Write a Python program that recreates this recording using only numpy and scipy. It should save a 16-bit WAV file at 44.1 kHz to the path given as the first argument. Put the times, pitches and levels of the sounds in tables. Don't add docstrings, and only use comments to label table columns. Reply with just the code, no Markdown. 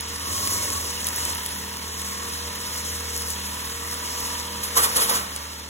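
import sys
import numpy as np
from scipy import signal
from scipy.fft import rfft, irfft, next_fast_len
from scipy.io import wavfile
from scipy.ndimage import uniform_filter1d

SR = 44100
rng = np.random.default_rng(int(sys.argv[2]) if len(sys.argv) > 2 else 0)


def int16_out(signal):
    q = np.round(np.clip(np.atleast_2d(signal).T, -1, 1) * 32767)
    wavfile.write(sys.argv[1], SR, q.astype(np.int16))


def undo_db(level):
    steps = np.asarray(level, float) / 20
    return 10 ** steps


N = 250929
T = np.arange(N) / SR
SIZE = next_fast_len(N + 4096)
HZ = np.maximum(np.fft.rfftfreq(SIZE, 1 / SR), 1)


def curve(rows):
    s, *columns = np.transpose(rows)
    return [np.interp(T, s, c) for c in columns]


def across(rows, index=1):
    rows = np.array(rows)
    return np.interp(np.log(HZ), np.log(rows[:, 0]), rows[:, index])


def unit(x):
    return x / np.sqrt(np.mean(x ** 2))


def through(x, response):
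    return irfft(rfft(x, SIZE) * response, SIZE)[..., :N]


def colour(x, rows):
    return unit(through(x, undo_db(across(rows))))


def band_pass(low_hz, high_hz):
    return signal.butter(2, [low_hz, high_hz], "band", fs=SR, output="sos")


def walk(rate):
    held = np.repeat(rng.standard_normal(400), 8)
    slewed = uniform_filter1d(uniform_filter1d(held, size=8), size=8)
    return 1.3 * np.interp(T * rate * 8, np.arange(len(held)), slewed)


def crackle(rate, spread_db):
    clicks = (rng.random(N) < rate / SR) * rng.standard_normal(N)
    return unit(clicks * undo_db(spread_db * rng.exponential(size=N)))


def flicker(x, depth_db, rate, low_hz, count):
    spectrum = rfft(x, SIZE)
    place = np.clip(1.5 * np.log2(HZ / low_hz), 0, count - 1)
    out = np.zeros(N)
    for p in range(count):
        band = irfft(spectrum * np.clip(1 - abs(place - p), 0, 1), SIZE)[:N]
        out += band * undo_db(depth_db * walk(rate))
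    return out


def stack(turns, orders, wobble_db, rate, slip):
    out = np.zeros(N)
    for k, db in orders:
        gain = undo_db(db + wobble_db * walk(rate))
        phase = 2 * np.pi * (k * turns + rng.random()) + slip * walk(rate)
        out += gain * np.sin(phase)
    return out * np.sqrt(2)


def ring(x, hz, width):
    b, a = signal.iirpeak(hz, hz / (1.58 * width), SR)
    return signal.lfilter(b, a, signal.lfilter(b, a, x))


def swell(peak_s, db, rise, fall):
    late = T[::32, None] - peak_s
    power = undo_db(2 * db) * np.exp(2 * np.minimum(late / rise, -late / fall))
    return np.interp(T, T[::32], np.sqrt(power.sum(axis=1)))


# (time of deepest bite [s], hiss over free spin [dB], length [s])
BITES = [(-0.013, 12, 0.02), (0.348, 4.5, 0.1), (0.505, 12.5, 0.27), (0.727, 10.5, 0.3), (1.174, 6, 0.088),
         (1.29, 6.5, 0.056), (1.55, -4, 0.093), (2.083, -2, 0.16), (2.546, 4, 0.8), (2.766, 6.5, 0.081),
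         (2.865, 7, .03), (2.955, 7, 0.053), (3.095, 2, 0.041), (3.169, 5.5, 0.026), (3.212, 5, 0.078),
         (3.303, 1, 0.02), (3.453, 2, 0.053), (3.89, -2, 0.067), (3.926, 4, 0.025), (4.067, 5, 0.21),
         (4.243, 7.5, .15)]


def bite_db():
    s, db, length = np.transpose(BITES)
    return 10 * np.log10(1.5 + swell(s, db, 0.93 * length, length) ** 2)


# (frequency [Hz], lead of the right for the engine [rad], likeness [0-1],
# right minus left [dB])
PORTS = [(100, 0.08, 1, 0.4), (265, -0.15, 1, 0.3), (490, 0.34, 0.91, -1.5), (870, 3, 0.32, 5.5),
         (1050, 0.5, 0.38, 7.5), (1620, 0.76, 0.33, 1.5), (1800, -1, 0.56, 3), (2510, -1.9, 0.03, 3.5),
         (3057, -0.46, 0.64, -1), (4416, -2.5, 0.89, 2.5), (7180, -7.5, .87, -2.5), (16000, -4, .9, 2.5)]


def ports(x, turn):
    like = np.clip(across(PORTS, index=2), .05, 1)
    tail = rfft(rng.standard_normal(3000) * np.exp(-np.arange(3000) / SR / .014), SIZE)
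    scatter = np.angle(tail) * np.sqrt(-6 * np.log(like)) / np.pi
    tilt = undo_db(across(PORTS, index=3) / 2)
    return through(x, np.array([np.exp(1j * scatter) / tilt, np.exp(1j * turn) * tilt]))


# (time [s], firing rate [Hz], level [dB], brightest casing tone [Hz])
ENGINE = [(0.0, 38.49, -43.5, 1090), (0.32, 40.67, -43, 1110), (0.63, 40.2, -43.5, 1010),
          (0.86, 39.42, -43, 1080), (1.09, 40.07, -41, 1050), (1.49, 39.04, -42.5, 1010),
          (2.3, 39.33, -42.5, 1140), (2.64, 40, -42.5, 1040), (3.49, 38.82, -42.5, 1075),
          (3.85, 39.17, -42.5, 1090), (4.02, 40.08, -42.5, 1030), (4.36, 39.5, -41, 1040),
          (4.64, 39.91, -42, 930), (4.9, 39.2, -40, 1130), (5.15, 39.31, -40.5, 1040),
          (5.29, 37.72, -42.5, 1125), (5.69, 38.04, -46.5, 1090)]
# (multiple of the firing rate [1], level [dB])
ENGINE_ORDERS = [(1, -33), (3, -21.5), (4, -23), (6, -12.5), (7, -12.5), (8, -24), (9, -36), (10, -26),
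                 (13, -17.5), (14, -33), (15, -14.5), (16, -22.5), (17, -21.5), (18, -16.5), (19, -25.5),
                 (20, -26), (21, -21.5), (22, -33), (23, -11), (24, -16), (25, -15), (26, -15.5), (28, -16),
                 (29, -18.5), (30, -20), (31, -10)]
# (frequency [Hz], width [Hz], level [dB])
CASING = [(500, 21, -16), (918, 35, -2), (975, 61, 4.5), (1096.4, 49, 1), (1160, 26.4, 7), (1320, 42, 1),
          (1820, 96, 0.5), (2910, 96, 1)]
# (frequency [Hz], level [dB])
GAS = [(40, -3), (90, -4), (150, -3.5), (400, -5), (560, -8.5), (780, -9.5), (950, -4.5), (1400, -6),
       (1900, -3), (2500, -5.5), (3100, -3.5), (4300, -4.5), (7000, -19.5)]
# (time [s], exhaust throb level [dB])
OUTLET = [(0.0, -42), (0.22, -42), (0.47, -43), (0.52, -43), (0.66, -45), (0.79, -36), (0.84, -41.5),
          (2.33, -43), (2.47, -37), (2.62, -48.5), (2.93, -38.5), (3.49, -42), (4.58, -42), (4.63, -45),
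          (4.82, -39.5), (4.88, -45), (5.64, -43.5), (5.69, -42)]
# (time [s], shell tone on the 12th multiple [dB], on the 11th [dB],
# pipe tone on the 5th [dB])
MUFFLER = [(0, -12, -21, -6), (.14, -6.5, -11, -7), (.22, -17, -24, -6), (.7, -11, -12, -15),
           (.85, -5.5, -29, -9.5), (1.09, -9, -20, -8.5), (1.17, -13, -28, -11), (1.45, -9.5, -8.5, -4.5),
           (1.85, -11, -10, -5), (2.0, -7.5, -15, -5), (2.4, -6, -13, -6.5), (3.25, -6, -12.5, -8),
           (3.5, -13, -23, -5), (3.7, -5, -12, -8), (4.3, -5, -24, -9.5), (5.15, -4, -24, -6),
           (5.29, -16, -16, -8), (5.69, -13, -22, -9)]
# (time [s], frequency [Hz], level against the engine [dB], length [s])
BUZZES = [(0.323, 1020, -20, .04), (0.472, 1103, 5, 0.087), (0.601, 2175, 2.5, 0.075),
          (0.78, 1133, 2.5, 0.059), (0.98, 2890, 5, 0.047), (1.182, 965, -7, 0.043),
          (1.263, 3080, 0, 0.024), (1.413, 2080, -5, 0.065), (2.174, 1086, -2, 0.059),
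          (3.973, 1160, -1, 0.1), (4.15, 1160, -5, .1), (4.35, 1146, -7, 0.12), (4.604, 1160, -5, .12),
          (3.55, 975, -6, .15), (2.5, 990, -6, .15), (1.747, 967, -9.5, .15), (5.397, 1153, -5, 0.087),
          (5.52, 1343, -4, .08), (5.6, 1203, -4, .08)]


def engine():
    hz, level_db, facing_hz = curve(ENGINE)
    turns = np.cumsum(hz) / SR
    beats = np.flatnonzero(np.diff(np.floor(2 * turns)))
    chance = rng.standard_normal((600, 2))[:len(beats)]
    valve_stroke = np.arange(1, len(beats) + 1) % 2
    size_db = 2.0 * chance[:, 1] - 9.5 * valve_stroke
    jitter = (.00018 * SR * chance[:, 0]).astype(int)
    knocks = np.zeros(N)
    knocks[np.clip(beats + jitter, 0, N - 1)] = undo_db(size_db)

    rattle = np.zeros(N)
    for f, width, db in CASING:
        facing_db = 8.5 * np.exp(-((f - facing_hz) / 70) ** 2)
        rattle += undo_db(db + facing_db) * ring(knocks, f, width)
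    rattle = unit(rattle)

    puff = 1 + .9 * np.exp(-(turns % 1) / .25)
    gas = flicker(colour(puff * rng.standard_normal(N), GAS), 1.13, 9.0, low_hz=320.0, count=6)
    lines = stack(turns, ENGINE_ORDERS, 1.3, 9.0, 0.63)
    lines = lines + stack(turns, zip((12, 11, 5), curve(MUFFLER)), 2.07, 13.0, 0.86)
    throb = stack(turns, [(2, curve(OUTLET)[0])], 1.0, 9.8, 0.42)

    shaken = knocks + 0.049 * rng.standard_normal(N)
    buzz = np.zeros(N)
    for s, f, db, length in BUZZES:
        buzz += swell(np.array([s]), db, length, length) * unit(ring(shaken, f, 28.0))

    bite = bite_db()
    rattle_db = -3 + 0.23 * bite + 1.5 * walk(6.83)
    gas_db = 4.5 + 0.17 * bite
    return throb + undo_db(level_db) * (lines + buzz + undo_db(rattle_db) * rattle + undo_db(gas_db) * gas)


SPIN_DB = 5.5
# (frequency [Hz], level [dB])
HISS = [(2500, -19), (4000, -5), (5500, 0.5), (7000, -1), (8800, -0.5), (11000, -4), (13000, -4),
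        (15500, -9.5), (16500, -7)]
# (time [s], extra treble of the hiss [dB])
SWING = [(0, -5), (.3, 1.5), (.9, 0), (1.3, 2), (1.5, 4), (1.9, -2.8), (2.1, 1.5), (2.5, -2.5), (3.1, -0.4),
         (3.5, 2.5), (3.85, 2), (4.0, 0), (4.2, 0), (4.5, -0.2), (5.1, -0.5), (5.4, -1), (5.69, -4)]


def whip():
    wobble = 2 * np.pi * 17.0 * T + 4.2 * walk(4.0)
    throb = undo_db(1.14 * np.sin(wobble) + 0.79 * walk(24.78))
    grains = rng.standard_normal(N) + .5 * crackle(2500., 2.0)
    hiss = flicker(colour(grains, HISS), 0.83, 13.0, low_hz=2700.0, count=5)
    shade_hz = 8000.
    treble = through(hiss, HZ ** 6 / (HZ ** 6 + shade_hz ** 6))
    swung = hiss + (undo_db(curve(SWING)[0]) - 1) * treble
    return undo_db(curve(ENGINE)[1] + SPIN_DB + bite_db()) * throb * swung


def garden():
    roar = [colour(rng.standard_normal(N), GAS) for _ in range(2)]
    roar = signal.sosfilt(band_pass(386, 2700), roar)
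    rustle = np.array([colour(rng.standard_normal(N), HISS) for _ in range(2)])
    bite = bite_db()
    roar_db = 1 + 0.17 * bite
    rustle_db = SPIN_DB - 18.5 - 1.0 + 0.77 * bite
    return undo_db(curve(ENGINE)[1]) * (undo_db(roar_db) * roar + undo_db(rustle_db) * rustle)


# (time [s], peak level [dB], brightest frequency [Hz])
SNAPS = [(0.0083, -10, 9500), (0.1595, -17, 9200), (0.3101, -32, 8900), (0.4738, -5, 9500),
         (0.5374, -9, 10300), (0.6476, -12, 10100), (0.703, -7, 8900), (1.0442, -9.5, 6950),
         (1.0692, -5, 10100), (1.0872, -7, 9100), (1.1615, -9, 10890), (1.185, -9, 8500),
         (1.1959, -15, 9300), (1.2524, -5.5, 8651), (1.2981, -17, 8000), (1.3255, -13, 8300),
         (1.35, -14, 8500), (1.4324, -17, 8900), (1.4615, -7, 10300), (1.4902, -13, 9300),
         (1.552, -18, 9800), (2.0175, -16, 7500), (2.5576, -15.5, 7100), (2.778, -13, 6300),
         (3.1643, -12, 7240), (3.1769, -15, 10700), (3.2033, -25, 8600), (3.2196, -15, 8550),
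         (3.2856, -16.5, 9400), (3.2937, -22, 9000), (3.3034, -9, 8800), (3.311, -18, 8900),
         (3.9132, -15, 8500), (3.9416, -14, 10000), (4.0654, -22, 7000), (4.2041, -12, 11700),
         (4.6338, -17, 9950), (4.775, -1, 10740), (4.787, -18, 10000), (4.8366, -4, 11300),
         (4.8474, -15, 10300), (4.9648, -9.5, 9900), (4.9777, -16, 10000), (5.0927, -18, 9900),
         (5.0978, -14, 10000), (5.362, -7.5, 9200)]


def snaps():
    crack_s, rustle_s, rustle_share = .00035, .004, .16
    out, t = np.zeros(N + 2000), np.arange(2000) / SR
    decay = np.exp(-t / crack_s) + rustle_share * np.exp(-t / rustle_s)
    band = band_pass(3500, 15500)
    for (s, db, hz), noise in zip(SNAPS, rng.standard_normal((60, 2000))):
        crack = signal.sosfilt(band, noise * decay)
        crack = crack + 1.8 * ring(crack, hz, 2100.0)
        start = int(s * SR)
        out[start:start + 2000] += undo_db(db - 0.5) * crack / abs(crack).max()
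    return out[:N]


# (time [s], shaft rate [Hz], level [dB])
FAR = [
    (.1, 81.8, -63),
    (.3, 92.06, -38.5),
    (.43, 100.1, -37.5),
    (.66, 99.3, -38),
    (.85, 92.8, -42),
    (.95, 85.65, -61),
    (1.15, 87.3, -46.5),
    (1.3, 87.2, -39),
    (1.5, 80, -66),
]
# (multiple of the shaft rate [1], level [dB])
FAR_ORDERS = [(1, -5.5), (2, -15), (3, -14), (4, -33)]


def far_cutter():
    hz, db = curve(FAR)
    turns = np.cumsum(hz) / SR
    puffs = np.exp(-(turns % 1) / 0.5) * rng.standard_normal(N)
    growl = unit(signal.sosfilt(band_pass(220, 650), puffs))
    buzz = unit(ring(puffs, 1092.0, 63.0))
    lines = stack(turns, FAR_ORDERS, 0.74, 16.9, 0.37)
    running = T < FAR[-1][0]
    return undo_db(db) * (lines + undo_db(-5.0) * growl + undo_db(-2.5) * buzz) * running


# (time of peak [s], hiss level [dB], body level [dB], rise [s], fall [s])
STROKES = [
    (4.637, -23.5, -43, 0.0066, 0.033),
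    (4.773, -14.5, -24, 0.0098, 0.028),
    (4.843, -12.5, -28.5, 0.013, 0.018),
    (4.9, -27.5, -64, 0.021, 0.064),
    (4.967, -14.5, -26.5, 0.0085, 0.015),
    (5.023, -17.5, -32, 0.047, 0.035),
    (5.097, -17, -27, 0.0083, 0.027),
    (5.156, -20, -33, 0.036, 0.031),
]
# (frequency [Hz], level [dB])
LEAF = [(1500, -11.5), (3000, -6), (4800, -1), (6500, -2), (8000, 0), (10500, 1.5), (12500, -1),
        (14500, -6.5), (16500, -20)]
# (frequency [Hz], level [dB])
THUMP = [(150, -23), (260, -12), (470, 0.5), (650, -4.5), (900, 6), (1150, 5), (1500, 2.5), (1900, -3),
         (3000, -8), (5000, -9.5)]


def strokes():
    s, hiss_db, body_db, rise, fall = np.transpose(STROKES)
    leaf = colour(rng.standard_normal(N) + .45 * crackle(4000., 1.5), LEAF)
    thump = colour(rng.standard_normal(N) + 0.3 * crackle(600., 1.9), THUMP)
    crisp = swell(s, hiss_db, rise, fall) * flicker(leaf, 1.442, 30.0, low_hz=2520.0, count=5)
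    body = swell(s, body_db + 4.0, rise, 2.7 * fall) * thump
    return crisp + body


# (time [s], ringing frequency [Hz], level [dB], rise [s], fall [s])
THUDS = [(4.771, 1060, -24, 0.0063, 0.017), (4.787, 491, -35.5, .006, 0.019),
         (4.797, 1183, -26, .01, 0.018), (4.812, 1000, -29, 0.0045, .006), (4.85, 1128, -35, .015, 0.024),
         (4.85, 476, -42, 0.011, 0.013), (4.96, 1650, -36, .004, 0.0049), (4.968, 1092, -31, 0.0066, .015),
         (4.98, 512, -35, 0.0039, 0.0073), (4.992, 1050, -33, .006, 0.0053),
         (5.018, 431, -34.5, .005, 0.018), (5.022, 1203, -34, .006, .01), (5.095, 1160, -30, 0.0035, .012),
         (5.108, 1060, -33, 0.0061, .008), (5.1, 905, -34, .005, .01), (5.113, 542.5, -32, 0.0053, .008),
         (5.125, 1027, -28, .006, 0.011), (5.13, 1250, -35, .006, 0.018)]


def thuds():
    out = np.zeros(N)
    for s, hz, db, rise, fall in THUDS:
        tone = stack(hz * T, [(0.98, 2.1)], 1.1, 60., .9)
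        out += swell(np.array([s]), db, rise, fall) * tone
    return out


def scene():
    low = ports(engine() + far_cutter(), across(PORTS))
    lag_s, turn = 10.37 / SR, 3.73
    lag = (turn - 2 * np.pi * HZ * lag_s) * HZ ** 4 / (HZ ** 4 + 600. ** 4)
    head = ports(whip() + snaps() + strokes() + thuds(), lag)
    return low + head + garden()


BAND_EDGES = np.r_[196, 216, 240, 264, 292, 320:768:32]
SUDDEN_S = np.array([.16, 1.065, 1.088, 1.46, 3.294, 3.317, 4.826, 4.966, 5.082, 5.36])


def thin_weaker(x, gap_db, slope_db, flutter_db):
    frame = dict(window="cosine", nperseg=2048, noverlap=1024)
    lead = 145
    pair = np.pad([x[0] + x[1], x[0] - x[1]], ((0, 0), (lead, 0))) / 2
    spectrum = signal.stft(pair, **frame)[2]
    sudden_frames = np.round((SUDDEN_S * SR + lead) / 1024)
    steady = ~np.isin(np.arange(spectrum.shape[2]), sudden_frames)
    for a, b in zip(BAND_EDGES[:-1], BAND_EDGES[1:]):
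        power = (abs(spectrum[:, a:b]) ** 2).sum(axis=1)
        margin_db = gap_db - slope_db * a / 100 + flutter_db * rng.standard_normal(len(steady))
        silenced = steady & (power < power[::-1] * undo_db(-2 * margin_db))
        spectrum[:, a:b] *= 1 - silenced[:, None]
    spectrum[:, 736:] *= .2 * ~steady
    spectrum[:, 770:] = 0
    mid, side = signal.istft(spectrum, **frame)[1][:, lead:lead + N]
    return np.array([mid + side, mid - side])


def top_cut(x):
    return signal.sosfilt(signal.butter(12, 16840, fs=SR, output="sos"), x)


def record(dry):
    dry = signal.sosfilt(signal.butter(4, 40, "high", fs=SR, output="sos"), dry)
    mix = thin_weaker(dry, gap_db=8.0, slope_db=1.0, flutter_db=1.71)
    return top_cut(mix)


dry = scene()
out = record(dry)
int16_out(out)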